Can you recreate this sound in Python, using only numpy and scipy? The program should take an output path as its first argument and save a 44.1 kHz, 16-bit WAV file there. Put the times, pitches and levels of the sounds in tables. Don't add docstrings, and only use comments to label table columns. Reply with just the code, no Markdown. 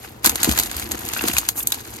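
import sys
import numpy as np
from scipy import signal
from scipy.fft import rfft, irfft
from scipy.io import wavfile
from scipy.ndimage import uniform_filter1d

SR = 44100
rng = np.random.default_rng(int(sys.argv[2]) if len(sys.argv) > 2 else 0)


def persist_wave(psi):
    counts = np.round(np.clip(psi, -1, 1) * 32767).astype(np.int16)
    wavfile.write(sys.argv[1], SR, np.atleast_2d(counts).T)


N = 88200

# frequency in Hz, level in dB per Hz.
FILM_COLOUR = [(350, -6), (600, -1), (1530, -1.5), (5080, -6), (5660, -10.5), (6400, -3), (9890, -9),
               (12000, -0.5), (15500, -20)]


def amp(db):
    return 10 ** (np.asarray(db) / 20)


def rms_one(x):
    return x / np.sqrt(np.mean(x ** 2) + 1e-20)


def in_time(rows):
    seconds, values = np.transpose(rows)
    return np.interp(np.arange(N) / SR, seconds, values)


def at_hz(rows, hz, column=1):
    rows = np.array(rows, float)
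    return np.interp(np.log(hz + 1), np.log(rows[:, 0]), rows[:, column])


def filtered(x, order, hz, kind):
    return signal.sosfilt(signal.butter(order, hz, kind, fs=SR, output="sos"), x)


def fade(clicks, t60, rise_s):
    decay = signal.lfilter([1], [1, -amp(-60 / (t60 * SR))], clicks + 1e-18)
    r = np.exp(-1 / (rise_s * SR))
    return signal.lfilter([(1 - r) ** 2], [1, -2 * r, r * r], decay)


def drift(hz):
    r = np.exp(-2 * np.pi * hz / SR)
    return rms_one(signal.lfilter([1], [1, -2 * r, r * r], rng.standard_normal(N + SR))[SR:])


def ring(force, hz, t60):
    r, w = amp(-60 / (t60 * SR)), 2 * np.pi * hz / SR
    return signal.lfilter([0, np.sin(w)], [1, -2 * r * np.cos(w), r * r], force + 1e-18)


def grains(per_s, spread_db):
    return (rng.random(N) < per_s / SR) * amp(spread_db * np.minimum(rng.exponential(1, N), 3))


def stereo(common, own, colour=((1, 0), (2, 0))):
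    # frequency in Hz, left phase lead in radians, likeness from 0 to 1, left minus right in dB.
    image = [(266, 0.43, .99, 0.5), (416, 0.99, 1, -3.5), (805, 3.3, 0.14, 9), (2630, 1.34, 0.34, -1),
             (7350, 8.52, 0.5, 2), (8800, 8.24, 0.25, -3), (11950, 7.67, 0.64, 1.2), (13900, 5.2, 1, -0.5)]
    hz = np.arange(N // 2 + 1) * SR / N
    alike = np.clip(at_hz(image, hz, column=2), 0, 1)
    left = amp(at_hz(image, hz, column=3) / 2) * np.exp(.5j * at_hz(image, hz))
    mix = np.sqrt(alike) * rfft(common) + np.sqrt(1 - alike) * rfft(own)
    return irfft(mix * amp(at_hz(colour, hz)) * [left, 1 / left], N)


def noise(colour):
    return rms_one(stereo(rng.standard_normal(N), rng.standard_normal((2, N)), colour))


def room():
    # frequency in Hz, level in dB per Hz.
    hum_colour = [(18, -46), (30, -17), (123, 5), (186, -20), (328, -4.5), (14000, -34.5)]
    return amp(-45) * noise(hum_colour)


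def rustle():
    # time in seconds, level in dB.
    swell = [(0, -46), (.05, -34), (.09, -49.5), (.22, -56.5), (.245, -23.5), (.33, -36), (.45, -29),
             (.6, -30), (.69, -36), (.8, -32), (.87, -40), (1.28, -28.5), (1.4, -35), (1.54, -48.5),
             (1.6, -33.5), (1.65, -42), (1.74, -34), (1.83, -45), (1.875, -38), (2, -45)]
    # middle in seconds, length in seconds, level in dB.
    swishes = [(1.589, 0.048, -23), (1.632, 0.01, -22.5)]
    edges_hz = 700 * 1.67 ** np.arange(7)
    film, clumps_db = noise(FILM_COLOUR), 4 * drift(hz=22)
    texture = amp(-3 + 1.27 * drift(hz=4.6)) * film
    for band_hz in zip(edges_hz, edges_hz[1:]):
        clicks = grains(per_s=90 * amp(clumps_db), spread_db=4)
        crackle = rms_one(fade(clicks, t60=.009, rise_s=.0006))
        texture += amp(-2) * crackle * filtered(film, 1, band_hz, "band")
    t = np.arange(N) / SR
    brush = sum(amp(db) * np.exp(-(2 * (t - middle) / length) ** 2) for middle, length, db in swishes)
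    return amp(in_time(swell)) * texture + brush * rms_one(filtered(film, 2, 8000, "high"))


def drawer():
    # pitch in Hz, gain in dB, time to fall 60 dB in seconds.
    modes = [(71, 6, 0.062), (111.4, -2.5, 0.062), (242, 4.5, 0.035), (318, 8, 0.035), (460, -4, 0.083),
             (726, -3.5, 0.066), (956, -12, 0.15)]
    # time in seconds, level in dB.
    sliding = [(.22, -42.5), (.3, -35), (1.35, -36.5), (1.45, -42.5)]
    # start in seconds, strength in dB, pitch of the push in Hz.
    knocks = [(0.266, -18.5, 337), (0.329, -24, 600), (0.474, -13.5, 420), (0.484, -7.5, 210),
              (0.49, -12.5, 81), (0.515, -23, 204), (0.75, -21, 85), (0.944, -21.5, 444),
              (1.2393, -13.5, 416), (1.257, -20, 225), (1.292, -18, 235), (1.334, -20, 139),
              (1.356, -25, 62.6)]

    def walls(force):
        return sum(amp(db) * ring(force, hz, t60) for hz, db, t60 in modes)

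    force = np.zeros(N)
    for start, db, hz in knocks:
        at, n = int(start * SR), int(2 * SR / hz)
        push = signal.windows.hann(n) * np.sin(2 * np.pi * hz * np.arange(n) / SR)
        force[at:at + n] += amp(db) * push * 2 / n
        force[at] += amp(db - 24.5)
    thuds = walls(force)
    bumps = [grains(per_s=300, spread_db=2.65) * rng.choice([-1, 1], N) for _ in range(3)]
    shuffle = amp(in_time(sliding)) * np.array([rms_one(walls(stream)) for stream in bumps])
    return stereo(thuds + shuffle[0], thuds * [[1], [-1]] + shuffle[1:])


def snaps():
    # start in seconds, low band level in dB, top band level in dB.
    hits = [(0.244, -17, -10), (0.2501, -23, -11), (0.259, -17, -2.5), (0.263, -26, -11.5),
            (0.2712, -18.5, -17), (0.2938, -22, -7.5), (0.316, -50, -32), (0.356, -26, -13.5),
            (0.4303, -18.5, -10), (0.433, -50, -10.5), (0.444, -20.5, -11), (0.4522, -20.5, -35),
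            (0.4914, -19, -18), (0.5124, -22, -13.5), (0.5211, -26, -17.5), (0.559, -37, -33),
            (0.5755, -18.5, -15.5), (0.587, -19, -8), (0.597, -20.5, -9), (0.633, -30, -15.5),
            (0.658, -34, -25.5), (0.713, -29, -20.5), (0.765, -35, -17.5), (0.796, -33.5, -19),
            (0.911, -24, -27.5), (0.9163, -26, -12.5), (1.0502, -38, -26), (1.087, -29.5, -19.5),
            (1.134, -24.5, -18.5), (1.2373, -21, -24), (1.276, -20.5, -18), (1.2821, -22, -9.5),
            (1.334, -25, -17.5), (1.366, -28, -19), (1.374, -25, -18), (1.382, -19.5, -4), (1.487, -18, -5),
            (1.671, -42, -6.5), (1.702, -59, -26), (1.7198, -25.5, -10), (1.743, -32, -23),
            (1.804, -36, -32), (1.965, -46, -29)]
    starts, low_db, top_db = np.transpose(hits)
    middle_db = low_db + .66 * (top_db - low_db)
    low_hz, top_hz = 3960, 6700
    crest_db, rise_s, snap_t60 = 5.5, .0007, .009
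    bands = [(low_hz, "low", low_db, 1.3), ([low_hz, top_hz], "band", middle_db, 1.05),
             (top_hz, "high", top_db, .75)]
    film = noise(FILM_COLOUR)
    grit = rms_one(amp(3.5 * drift(hz=1500)))
    out = 0
    for hz, kind, db, stretch in bands:
        clicks = np.zeros(N)
        clicks[(starts * SR).astype(int)] = amp(db + crest_db)
        burst = grit * fade(clicks, stretch * snap_t60, rise_s)
        tail = amp(-20) * fade(clicks, t60=.086, rise_s=rise_s)
        band = filtered(film, 3, hz, kind)
        band_rms = np.sqrt(uniform_filter1d(np.mean(band ** 2, axis=0), size=130))
        out = out + (burst + tail) * band / band_rms
    return out


def stick_clacks():
    # start in seconds, strength in dB, pitch the blow favours in Hz.
    clacks = [(0.2497, -2, 1310), (1.164, -12, 1680), (1.192, -14.5, 2640), (1.3136, -16, 2300),
              (1.3668, -8, 2330), (1.604, -19.5, 2820), (1.7227, -11.5, 4020)]
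    modes_hz = [1060, 1553, 2493, 2760, 3500, 3970, 4970]
    loss_db_per_octave, contact_samples = 22, 130
    contact_db = -17 - .1 * np.arange(contact_samples)
    touches = np.zeros((len(modes_hz), 3, N))
    for start, db, hz in clacks:
        at = int(start * SR)
        octaves_away = np.abs(np.log2(np.divide(modes_hz, hz)))[:, None, None]
        strength = amp(db + contact_db - loss_db_per_octave * octaves_away)
        chatter = rng.standard_normal((len(modes_hz), 3, contact_samples))
        touches[..., at:at + contact_samples] = strength * chatter
    wood = sum(ring(force, hz, t60=.021) for force, hz in zip(touches, modes_hz))
    return stereo(wood[0], wood[1:])


def scene():
    return snaps() + stick_clacks() + rustle() + drawer() + room()


def record(dry):
    clipped = np.clip(filtered(dry, 4, 54, "high"), -1, 1)
    return signal.sosfilt(signal.cheby2(20, 60, 16250, fs=SR, output="sos"), clipped)


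dry = scene()
out = record(dry)
persist_wave(out)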